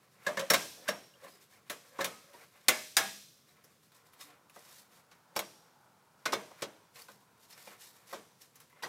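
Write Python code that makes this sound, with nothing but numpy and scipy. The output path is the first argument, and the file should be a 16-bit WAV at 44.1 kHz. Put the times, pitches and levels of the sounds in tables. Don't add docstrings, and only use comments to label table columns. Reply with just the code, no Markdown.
import sys
import numpy as np
from scipy import signal
from scipy.fft import rfft, irfft
from scipy.io import wavfile

SR = 44100
rng = np.random.default_rng(int(sys.argv[2]) if len(sys.argv) > 2 else 0)


def dump(signal):
    limited = np.clip(np.atleast_2d(signal).T, -1, 1)
    pcm = np.round(limited * 32767).astype(np.int16)
    wavfile.write(sys.argv[1], SR, pcm)


def magnitude_from_level(level_db):
    exponent = np.asarray(level_db, float) / 20
    return 10 ** exponent


N = 391608

# pitch_hz, level_db per Hz
HUM_COLOUR = [(24, -48.5), (40, -14), (140, 6), (312, -3.5), (467, -2), (873, -14), (1040, -7),
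              (2380, -14.5), (4930, -14.5), (12800, -19.5), (16000, -21.5)]
# time_s, level_db
WHIR_LEVEL = [(0.0, -71), (0.25, -81), (0.44, -53), (0.96, -68.5), (1.56, -89), (2.15, -65), (2.57, -86),
              (2.94, -80), (3.29, -86), (3.912, -82), (3.925, -66), (6.16, -64), (6.5, -60.5), (6.7, -64.5),
              (7.84, -66.5), (8.56, -70), (8.88, -77)]
# pitch_hz, level_db per Hz
WHIR_COLOUR = [(300, -39), (500, -7.5), (900, -3.5), (1450, -10), (1600, -12.5), (2500, -39.5)]
# time_s, pitch_hz
WHIR_PITCH = [(0, 994), (4.4, 1022), (5.0, 970), (5.4, 887), (5.9, 806), (6.15, 982), (7.5, 955),
              (8.88, 984)]

# pitch_hz, level_db per Hz
HISS_COLOUR = [(1060, -41.5), (1800, 10), (2060, 5), (2410, 5.5), (4700, 9.5), (14900, 4), (16000, -15)]
# pitch_hz, level_db per Hz
SCRAPE_COLOUR = [(200, -30), (400, -3.5), (700, -5), (1300, -5.5), (2200, -6), (3500, -16), (7000, -33)]
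# start_s, hold_s, hiss_db, scrape_db
STROKES = [(0.014, .02, -71, -69), (0.115, 0.016, -68.5, -76), (1.223, 0.12, -62, -65),
           (1.247, 0.035, -72, -56.5), (1.404, 0.027, -62.5, -67.5), (1.504, 0.047, -64, -64.5),
           (1.666, .03, -67.5, -63.5), (1.836, 0.25, -68, -66.5), (2.19, 0.11, -70, -67),
           (2.324, 0.12, -63, -61), (2.509, 0.19, -68.5, -65), (3.479, 0.044, -67.5, -70.5),
           (3.553, 0.073, -88, -67), (3.633, 0.0088, -73, -76), (3.699, 0.021, -69.5, -76),
           (3.82, 0.031, -69, -82),
           (3.94, 0.025, -63.5, -67), (4.05, 0.026, -69, -75.5), (4.125, 0.013, -70, -71),
               (4.202, 0.015, -52, -58), (4.25, 0.055, -66.5, -65), (4.54, 0.15, -60.5, -68),
               (4.70, 0.098, -58, -70.5), (4.909, 0.065, -64.5, -65), (5.105, .02, -69, -69.5),
               (6.17, 0.077, -77, -75), (6.945, 0.01, -64, -72), (6.954, 0.066, -56, -62),
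               (7.094, 0.029, -60, -63.5), (7.197, 0.012, -68, -74.5), (7.39, 0.026, -67.5, -84),
               (7.42, 0.027, -63.5, -76.5), (7.5, 0.032, -57, -71), (7.57, 0.078, -57, -59.5),
               (7.66, 0.061, -59, -55), (7.80, 0.063, -53, -65.5), (7.94, 0.067, -64.5, -65),
               (8.07, 0.048, -57.5, -74), (8.409, 0.01, -58, -70), (8.55, .01, -66, -69.5),
               (8.6, 0.011, -61.5, -73), (8.70, 0.095, -80, -63.5)]
# release_s, scrape_db, hum_db
CREAKS = [
    (0.264, -51.5, -67),
    (0.877, -52, -56.5),
    (1.25, -56, -59.5),
    (1.983, -56.5, -57),
    (2.33, -74, -71),
    (2.68, -66.5, -76),
    (5.355, -67, -67.5),
    (6.251, -66, -74.5),
    (6.617, -51.5, -68.5),
    (8.122, -58.5, -70),
]
# pitch_hz, width_hz, level_db
CREAK_TONES = [(537, 82, -5.5), (1080, 230, -13), (1690, 160, -9)]

# pitch_hz, t60_s
PLATE_T60 = [(150, 0.07), (600, 0.098), (2000, 0.14), (6000, 0.09), (15000, 0.045)]
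# pitch_hz, t60_s
WASH_T60 = [(100, 0.53), (500, 0.44), (1300, .3), (2500, 0.53), (4000, 0.87), (6000, 0.85), (9000, 0.63),
            (15000, 1)]
# pitch_hz, level_db
WASH_COLOUR = [(60, -29), (150, -8), (500, 4), (1300, 1), (2500, -5.5), (4000, -8), (6000, -3.5),
               (9000, -5), (15000, -13)]
WASH_EDGES_HZ = 50 * 2 ** np.arange(0, 8.6, .5)

# start_s, level_db, thud_db, rattle_t60_s, wash_db
SNAPS = [(0.268, -25, -34, 0.076, -18.5), (0.3735, -25.5, -36, 0.051, -17), (0.396, -19.5, -44, 0.048, -45),
         (0.4094, -39, -47, 0.064, -28), (0.5445, -10.5, -36, 0.051, -44.5),
         (1.9884, -31.5, -37, 0.019, -12), (2.0085, -24.5, -57, 0.086, -37), (5.3575, -39, -35, 0.044, -43),
         (6.2584, -18.5, -25.5, 0.057, -26.5), (6.3252, -25, -25, 0.098, -27.5),
         (6.336, -21, -28.5, 0.03, -25), (6.623, -23.5, -26, 0.074, -29), (8.1353, -41.5, -70, 0.17, -29)]
# start_s, level_db, thud_db, rattle_t60_s, wash_db
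CRACKS = [(.5006, -19, -32, 0.034, -40), (0.5028, -14.5, -23.5, 0.061, -18.5),
          (0.5356, -16.5, -30.5, 0.04, -38), (.8862, -30.5, -40, 0.044, -28),
          (1.698, -31, -41, 0.13, -20.5), (2.0435, -24.5, -34.5, 0.1, -24), (2.6842, -12, -27, 0.079, -23),
          (2.9684, -16, -33, 0.12, -18.5), (5.3628, -25.5, -31, 0.064, -22),
          (5.3915, -24.5, -54.5, 0.057, -39), (8.1275, -39, -40.5, 0.04, -16),
          (4.2085, -46, -59, 0.11, -28.5)]
# start_s, level_db, thud_db, rattle_t60_s, wash_db
SLIPS = [
    (0.8874, -18.5, -24.5, 0.081, -27),
    (8.8315, -27.5, -33.5, 0.1, -20),
]
# start_s, level_db, thud_db, edge_db
BUMPS = [(0.2915, -49, -42, -65), (.775, -61, -43, -78), (1.2464, -60, -43, -58),
         (2.336, -48, -46.5, -52.5), (3.6415, -53, -54.5, -48.5), (4.135, -49, -60.5, -50.5),
         (5.116, -46, -63.5, -57.5), (5.708, -68.5, -72, -80), (6.5125, -54, -60, -69),
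         (7.528, -45, -63.5, -68.5), (8.42, -63, -73, -48.5), (8.7261, -63, -57, -65.5),
         (8.7645, -69, -66, -74)]
# start_s, level_db, thud_db, edge_db
TICKS = [(3.919, -55, -68, -61), (4.4972, -52, -66.5, -55), (4.5622, -53.5, -54, -56),
         (6.957, -49, -66, -58), (7.0186, -55, -64, -49), (7.084, -48, -49.5, -54), (7.6719, -47, -63, -57),
         (7.502, -51.5, -69, -52), (8.5567, -56, -72, -51), (8.602, -50, -58, -50),
         (8.6985, -63, -67.5, -62.5)]
# start_s, level_db
FIRST_BLOWS = [(.2677, -34), (.3734, -38), (.3948, -35), (.5047, -23), (.5116, -24), (.5373, -23),
               (.5408, -23), (.5431, -22), (.8864, -32), (.8883, -32), (.891, -33), (1.7002, -38),
               (1.7046, -38), (2.0128, -35), (2.0473, -30), (2.6836, -14), (2.6866, -15), (2.6883, -16),
               (2.6923, -15), (2.9682, -12.5), (2.9703, -17), (4.2075, -47), (4.4968, -57), (4.562, -49),
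               (5.363, -32), (5.3685, -31), (5.391, -29), (5.3928, -31), (6.258, -32), (6.2603, -32),
               (6.3235, -32), (6.331, -33), (6.337, -27), (6.6256, -33), (6.9587, -53), (6.9625, -56),
               (7.0186, -51), (7.024, -54), (7.5015, -51), (7.5279, -52), (7.627, -55), (7.6716, -54),
               (7.8043, -55), (8.1349, -47), (8.4189, -56), (8.5556, -55), (8.6025, -50), (8.8407, -40)]
# pitch_hz, level_db
SNAP_COLOUR = [(40, -59.5), (100, -25.5), (190, -5.5), (500, 0), (1200, -6.5), (3000, -6.5), (6000, 8.5),
               (10000, 2), (16000, -9)]

# pitch_hz, level_db, t60_s
PLATE_UP = [(186.3, -13, 0.27), (555.8, 0.5, 0.12), (544, -10, 0.27), (635, -9.5, 0.23), (1053, -3, 0.057),
            (1116, -17.5, .25)]
# pitch_hz, level_db, t60_s
TAB = [(1772, -4.5, 0.086), (1631, -6.5, 0.13), (2110, -13.5, 0.13)]
TUBE_HZ = 5530
# pitch_hz, level_db, t60_s
TUBE = [(TUBE_HZ, -1.5, 0.056), (TUBE_HZ, -24.5, 0.51)]
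# pitch_hz, level_db, t60_s
PLATE_LOW = [(203, -4, 0.32), (343.7, -9, 0.23), (445, -8, 0.17), (555.6, 2, 0.098), (607, -8, 0.22),
             (700, 0.5, 0.065), (866, 0.5, 0.07), (1051, 0, 0.069), (1229, -6, 0.14), (1554, -4, 0.12),
             (1916, -5.5, 0.099)]
# pitch_hz, level_db, t60_s
CORNER = [(230, -17, 0.33), (511, -3, 0.14), (619, -11.5, 0.4), (764, -16.5, 0.3), (1529, -7, 0.13),
          (2230, -9, 0.35), (2051, -13, .42), (1728, -16.5, 0.4), (2390, -6, 0.2), (2729, -12.5, .2),
          (4400, -5.5, 0.06), (4910, -18, 0.44), (5152, -18.5, 0.37), (6590, -13, .17)]
# pitch_hz, level_db, t60_s
EDGE = [(200, -19.5, 0.66), (449.5, -14.5, 0.2), (656, -9.5, 0.35), (787, -4.5, 0.3), (1087, -14.5, 0.18),
        (1250, -12.5, 0.3), (1433, -14.5, 0.33), (1650, -4.5, 0.36), (1740, -6.5, 0.25), (1910, -13.5, 0.3),
        (2256, -19, .3), (3688, -15, .5), (4102, -20, 0.6), (4777, -17, .4)]
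# start_s, level_db
CORNER_BLOW = (2.684, -26.5)
# start_s, level_db
EDGE_BLOW = (2.969, -28)
# start_s, plate_db, tuning_ratio, tab_db
RINGING_UP = [(.267, -32.5, 1.026, -25), (0.288, -33.5, 1.08, -58), (.372, -34, 1.01, -28.5),
              (.394, -34.5, 0.96, -50), (.425, -42, .98, -68), (.503, -30, 1.06, -23),
              (.519, -29.5, 1.05, -49.5), (0.538, -29, 1.02, -35), (.888, -30.5, 1.09, -31.5),
              (1.245, -49, 1.01, -73), (1.523, -76, 1.005, -59), (1.701, -42, 1.08, -41),
              (1.99, -36, 1, -50), (2.008, -34.5, 1, -28.5), (2.043, -38.5, 0.99, -55)]
# start_s, level_db, favoured_hz
RINGING_LOW = [(4.562, -50, 670), (5.362, -32, 700), (5.39, -38, 388), (6.257, -31, 1080),
               (6.327, -28, 1010), (6.336, -40, 496), (6.512, -52.5, 700), (6.624, -37.5, 580),
               (7.085, -51.5, 1006), (7.089, -54.5, 220), (7.672, -48.5, 510), (8.1272, -36, 770),
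               (8.831, -40.5, 1300)]
# start_s, level_db
TUBE_BLOWS = [
    (0.502, -19),
    (.889, -30.5),
    (2.051, -50),
    (3.642, -65),
    (5.366, -34),
    (8.417, -56.5),
]
# start_s, level_db, pitch_hz, t60_s
LONE_MODES = [(.538, -54, 286, 0.45), (.54, -49.5, 1606, 0.57), (1.31, -61, 5030, 0.26),
              (1.33, -64, 402, 0.42), (1.701, -71, 260, 0.7), (2.061, -53, 1266, 0.57),
              (2.34, -60, 4800, 0.078), (3.49, -61, 3940, 0.058), (4.24, -67, 292, 0.76),
              (6.335, -31, 5200, 0.047)]
# start_s, level_db, pitch_hz, t60_s
LONE_NOTES = [(.878, -29.5, 1632, 0.065), (0.886, -28.5, 2800, 0.055), (1.138, -62, 2850, 0.047),
              (1.99, -35, 1065, 0.079), (2.772, -45, 635, 0.1), (2.776, -52, 1254, 0.093),
              (6.257, -37, 1475, 0.13), (6.258, -36, 2454, 0.092), (6.258, -33.5, 2124, 0.11),
              (6.257, -41, 4110, 0.052), (6.323, -39, 5580, .05), (6.336, -38, 3590, 0.11),
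              (6.336, -41, 2210, 0.12), (6.337, -39, 457, 0.27), (6.985, -60, 4510, 0.076),
              (8.11, -54.5, 2000, 0.053), (8.70, -64.5, 2000, 0.055), (8.727, -58, 2050, 0.042),
              (8.76, -57, 2050, .04), (8.833, -41, 1907, 0.086), (8.835, -39, 4780, 0.066),
              (8.835, -43, 5800, .06), (1.155, -63, 3200, .04), (2.685, -42, 347, 0.26),
              (2.97, -54, 330, .25), (5.365, -35, 4750, .05), (5.392, -60, 4700, .5),
              (6.328, -37, 388.6, 0.18), (1.255, -53, 1710, 0.11),
              (2.6834, -5.5, 4400, 0.0087), (2.688, -19, 14000, .012), (2.683, -21, 8600, 0.037),
         (2.69, -22, 2070, .08), (2.9676, -6, 3980, 0.0076), (2.9682, -20, 6920, .05),
         (2.9682, -21, 8760, 0.048), (2.9682, -23.5, 4900, .06), (2.9682, -22.5, 3740, 0.073),
         (2.9682, -26, 5900, .08), (2.985, -39, 5195, 0.19), (2.99, -47, 5880, 0.44), (2.99, -49, 3230, .3),
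         (4.21, -50, 5220, .07), (4.212, -54, 3700, 0.081), (4.21, -55, 2000, .1), (4.225, -56, 1140, .06),
         (4.4968, -51.5, 2600, .015), (4.562, -47, 1300, 0.018), (4.57, -57, 2000, .08),
         (7.505, -60, 5300, .08), (7.528, -56, 5200, 0.076), (7.672, -53, 2410, .06),
         (8.11, -59.5, 2600, .05), (8.135, -56, 4000, .05), (8.142, -56, 5600, .04),
         (0.265, -29, 1700, 0.075), (.285, -35, 1000, .1), (.545, -30, 1588, 0.073),
         (.54, -25, 2150, 0.052),
              (.29, -37.5, 603, 0.26), (.396, -37.5, 549.5, .3), (.425, -44, 541, .25),
               (.54, -46, 3365, .26), (.54, -54, 7343, .35), (.54, -54, 6272, .39),
               (1.232, -49.5, 559, .12), (1.262, -52, 1045, 0.13), (1.335, -64, 5030, 0.14),
               (2.24, -61, 561, 0.29), (2.285, -55, 572, .15), (2.336, -58, 565, .1),
               (2.34, -60, 960, 0.22), (2.338, -57.5, 1860, .1), (2.405, -63, 2190, .12),
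               (5.37, -57, 5615, 0.76), (.56, -55, 5523, 1.0), (6.34, -57, 6100, 0.36),
               (.892, -54.5, 5560, 0.68), (6.34, -46, 614, 0.41), (6.959, -52, 4200, .03),
               (6.96, -55.5, 2600, 0.039), (7.0195, -50, 4600, .03), (7.0845, -48, 1500, .07),
               (8.8225, -41, 1000, 0.041), (8.8225, -47, 2700, .03), (8.84, -37, 1960, .05),
               (8.727, -57, 1000, .05), (8.76, -59.5, 1100, .05)]


def rms_one(x):
    return x / np.sqrt(np.mean(x ** 2) + 1e-20)


def at_hz(points, hz):
    table_hz, values = np.array(points).T
    return np.interp(np.log(hz), np.log(table_hz), values)


def in_time(rows):
    s, values = np.transpose(rows)
    return np.interp(np.arange(N) / SR, s, values)


def band_filter(x, order, hz, kind):
    return signal.sosfilt(signal.butter(order, hz, kind, fs=SR, output="sos"), x)


def coloured(x, points):
    hz = np.maximum(np.fft.rfftfreq(len(x), 1 / SR), 1)
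    return irfft(rfft(x) * magnitude_from_level(at_hz(points, hz)), len(x))


def causal(x, points):
    hz = np.maximum(np.fft.rfftfreq(4096, 1 / SR), 1)
    cepstrum = irfft(np.log(magnitude_from_level(at_hz(points, hz))))
    cepstrum[1:2048] *= 2
    cepstrum[2049:] = 0
    return signal.fftconvolve(x, irfft(np.exp(rfft(cepstrum))))[:len(x)]


def flicker(rate_hz):
    knots = rng.standard_normal(int(N / SR * 200) + 2)
    return np.interp(np.arange(N) / SR * np.clip(rate_hz, .1, 190), np.arange(len(knots)), knots)


def gritty(spread_db):
    noise = rng.standard_normal(N)
    size_db = spread_db * np.minimum(rng.exponential(1, N), 5)
    return rms_one(noise * magnitude_from_level(size_db))


def whistle(hz, width_hz):
    a, b = band_filter(rng.standard_normal((2, N)), 2, width_hz, "low")
    turn = 2 * np.pi * np.cumsum(hz) / SR
    return rms_one(a * np.cos(turn) + b * np.sin(turn))


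def room_hum():
    return magnitude_from_level(-66.5 - 3.0) * rms_one(coloured(rng.standard_normal(N), HUM_COLOUR))


def distant_whir():
    gliding = magnitude_from_level(-4) * whistle(in_time(WHIR_PITCH), width_hz=45)
    level = magnitude_from_level(-6) * whistle(np.full(N, 1390.), width_hz=130)
    breath = rms_one(coloured(rng.standard_normal(N), WHIR_COLOUR))
    return (breath + gliding + level) * magnitude_from_level(in_time(WHIR_LEVEL) - 7.5 + 1.4 * flicker(7.5))


def plate_response():
    t = np.arange(SR // 2) / SR
    mode_hz = 140 + 15800 * rng.random(500) ** 1.6
    size = rng.standard_normal(500)
    decay = np.log(1000) / at_hz(PLATE_T60, mode_hz)
    response = np.zeros(len(t))
    for hz, a, d in zip(mode_hz, size, decay):
        response += a * np.sqrt(d) * np.exp(-d * t) * np.sin(2 * np.pi * hz * t)
    return response / np.sqrt(np.sum(response ** 2))


def hands():
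    rise_db_per_s, fall_db_per_s, attack_s = 602, 206, 0.02
    creak_rise_db_per_s, creak_hiss_db = 203, -7
    t = np.arange(N) / SR
    grip_db = np.array([[-82], [-76]])
    power = np.ones((2, N)) * magnitude_from_level(grip_db) ** 2
    for s, hold, *levels_db in STROKES:
        top = s + attack_s / 2
        loss = np.maximum(rise_db_per_s * (top - t), 0) + np.maximum(fall_db_per_s * (t - s - hold), 0)
        power += magnitude_from_level(np.array(levels_db)[:, None] - np.minimum(loss, 60)) ** 2 * (loss < 60)
    for s, db, _ in CREAKS:
        loss = np.where(t < s, creak_rise_db_per_s * (s - t), 60)
        levels_db = np.array([[db + creak_hiss_db], [db]])
        power += magnitude_from_level(levels_db - np.minimum(loss, 60)) ** 2 * (loss < 60)
    return np.sqrt(power)


def rubbing(plate, plate_db):
    hiss_gain, scrape_gain = hands()
    slip = flicker(45)
    hiss = rms_one(coloured(gritty(spread_db=3.0), HISS_COLOUR)) * hiss_gain
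    hiss = hiss * magnitude_from_level(0.96 * slip + 1.8 * flicker(150))
    scrape = rms_one(coloured(gritty(spread_db=2.5), SCRAPE_COLOUR)) * scrape_gain
    scrape = scrape * magnitude_from_level(-0.5 + 1.0 * slip + 2.6 * flicker(25))
    rub = hiss + scrape
    return magnitude_from_level(-2.0) * rub + magnitude_from_level(plate_db) * signal.fftconvolve(rub, plate)[:N]


def creak_tones():
    rise_db_per_s = 88.5
    t, gain = np.arange(N) / SR, np.zeros(N)
    for s, _, tone_db in CREAKS:
        pulling = (t < s) * (t > s - .3)
        gain += magnitude_from_level(tone_db - np.clip(rise_db_per_s * (s - t), 0, 40)) * pulling
    return gain * sum(magnitude_from_level(db) * whistle(np.full(N, hz + 0.), width_hz / 2) for hz, width_hz, db in CREAK_TONES)


def firm(table, edge_db, air_db):
    rows = []
    for s, db, thud_db, t60, wash_db in table:
        rows.append((s, db, thud_db, db + edge_db, db + edge_db + air_db, t60, wash_db))
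    return rows


def touches(table, t60):
    air_db, wash_db = 2.5, -22.5
    return [(*row, row[-1] + air_db, t60, wash_db) for row in table]


def blows():
    soft = firm(SNAPS, edge_db=-9, air_db=1) + touches(BUMPS, t60=0.059)
    sharp = firm(CRACKS, edge_db=-3.5, air_db=1.25) + touches(TICKS, t60=0.058)
    dragged = firm(SLIPS, edge_db=-9, air_db=3)
    return (soft, 5.0, 4.0), (sharp, .4, .6), (dragged, 14.0, 9.0)


def wash():
    rows = np.concatenate([table for table, *_ in blows()])
    stripe_hz = np.arange(50, SR / 2, 70)
    white = []
    for noise in rng.standard_normal((2, N)):
        stripes_db = 2.2 * rng.standard_normal(len(stripe_hz))
        white.append(coloured(noise, np.c_[stripe_hz, stripes_db]))
    fill = np.exp(-1 / (0.0016 * SR))
    out = np.zeros(N)
    for k, (low, high) in enumerate(zip(WASH_EDGES_HZ, WASH_EDGES_HZ[1:])):
        hz = np.sqrt(low * high)
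        blow_db = []
        for s, mid_db, low_db, high_db, top_db, t60, wash_db in rows:
            spectrum = [(450, low_db), (1800, mid_db), (6000, high_db), (12000, top_db)]
            blow_db.append(at_hz(spectrum, hz) + wash_db)
        energy = np.full(N, 1e-18)
        energy[(rows[:, 0] * SR).astype(int)] = magnitude_from_level(np.array(blow_db) + at_hz(WASH_COLOUR, hz)) ** 2
        keep = magnitude_from_level(-120 / (at_hz(WASH_T60, hz) * SR))
        energy = signal.lfilter([1 - fill], np.convolve([1, -keep], [1, -fill]), energy)
        out += np.sqrt(energy) * rms_one(band_filter(white[k % 2], 2, [low, high], "band"))
    return band_filter(out, 6, 14800, "low")


def struck_modes():
    favour_db_per_octave = 8
    out = list(LONE_MODES)
    for s, plate_db, tuning, tab_db in RINGING_UP:
        out += [(s, plate_db + db, hz * tuning, t60) for hz, db, t60 in PLATE_UP]
        out += [(s, tab_db + db, hz, t60) for hz, db, t60 in TAB]
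    for s, level_db, near_hz in RINGING_LOW:
        for hz, db, t60 in PLATE_LOW:
            loss_db = favour_db_per_octave * abs(np.log2(hz / near_hz))
            out.append((s, level_db + db - loss_db, hz, t60))
    for modes, hits in ((TUBE, TUBE_BLOWS), (CORNER, [CORNER_BLOW]), (EDGE, [EDGE_BLOW])):
        out += [(s, level_db + db, hz, t60) for s, level_db in hits for hz, db, t60 in modes]
    return out + LONE_NOTES


def rings(rough):
    out, t = np.zeros(N), np.arange(SR // 2) / SR
    knots = rng.standard_normal((440, 2, 90))
    for (s, level_db, hz, t60), pair in zip(struck_modes(), knots):
        step = t * (35.0 + 0.0055 * hz + 14.0 / max(t60, .01))
        a, b = [np.interp(step, np.arange(90), k) for k in pair]
        stands_alone = hz < 900 or t60 > .25
        waver = rough * (.55 if stands_alone else 1)
        turn = 2 * np.pi * hz * t
        tone = (1 + waver * a) * np.sin(turn) + waver * b * np.cos(turn)
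        t60 = max(t60, .004)
        onset = 1 - np.exp(-t / min(0.0019, t60 / 40))
        at = int(s * SR)
        out[at:at + len(t)] += (tone * onset * magnitude_from_level(level_db - 60 * t / t60))[:N - at]
    return out


def rattle(t60, rise_ms):
    t = np.arange(int(t60 * 1.3 * SR)) / SR
    return (1 - np.exp(-t * 1000 / rise_ms)) * magnitude_from_level(-60 * t / t60)


def snaps(plate, plate_db, direct_db):
    drive, contacts = np.zeros((4, N + SR)), gritty(spread_db=2.5)
    for table, rise_ms, lead_ms in blows():
        for s, *levels_db, t60, _ in table:
            at = int((s - lead_ms / 1000) * SR)
            shape = rattle(max(t60, .01), rise_ms)
            drive[:, at:at + len(shape)] += magnitude_from_level(np.array(levels_db))[:, None] * shape
    # cut_hz, kind, level_db that evens the bands
    bands = [([900, 3500], "band", 8), (900, "low", 10), ([3500, 8500], "band", 0), (8500, "high", 0)]
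    x = np.zeros(N)
    for (hz, kind, even_db), gain in zip(bands, drive):
        x += magnitude_from_level(even_db) * band_filter(contacts * gain[:N], 2, hz, kind)
    for s, level_db in FIRST_BLOWS:
        at = int(s * SR)
        x[at:at + 4] += magnitude_from_level(level_db) * np.array([1, 1, -1, -1])
    x = causal(x, SNAP_COLOUR)
    return magnitude_from_level(direct_db) * x + magnitude_from_level(plate_db) * signal.fftconvolve(x, plate)[:N]


def scene():
    plate = plate_response()
    metal = snaps(plate, plate_db=-6.0, direct_db=1.04) + rings(rough=0.89) + wash() + creak_tones()
    gloves = rubbing(plate, plate_db=-12.5)
    background = room_hum() + distant_whir()
    return (metal + gloves + background)[None]


def low_pass(x):
    return signal.sosfilt(signal.butter(12, 16600, fs=SR, output="sos"), x)


def record(dry):
    mix = band_filter(dry, 2, 75, "high")
    mix = signal.sosfilt(signal.cheby2(10, 40, 16500, fs=SR, output="sos"), mix)
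    return low_pass(mix)


dry = scene()
out = record(dry)
dump(out)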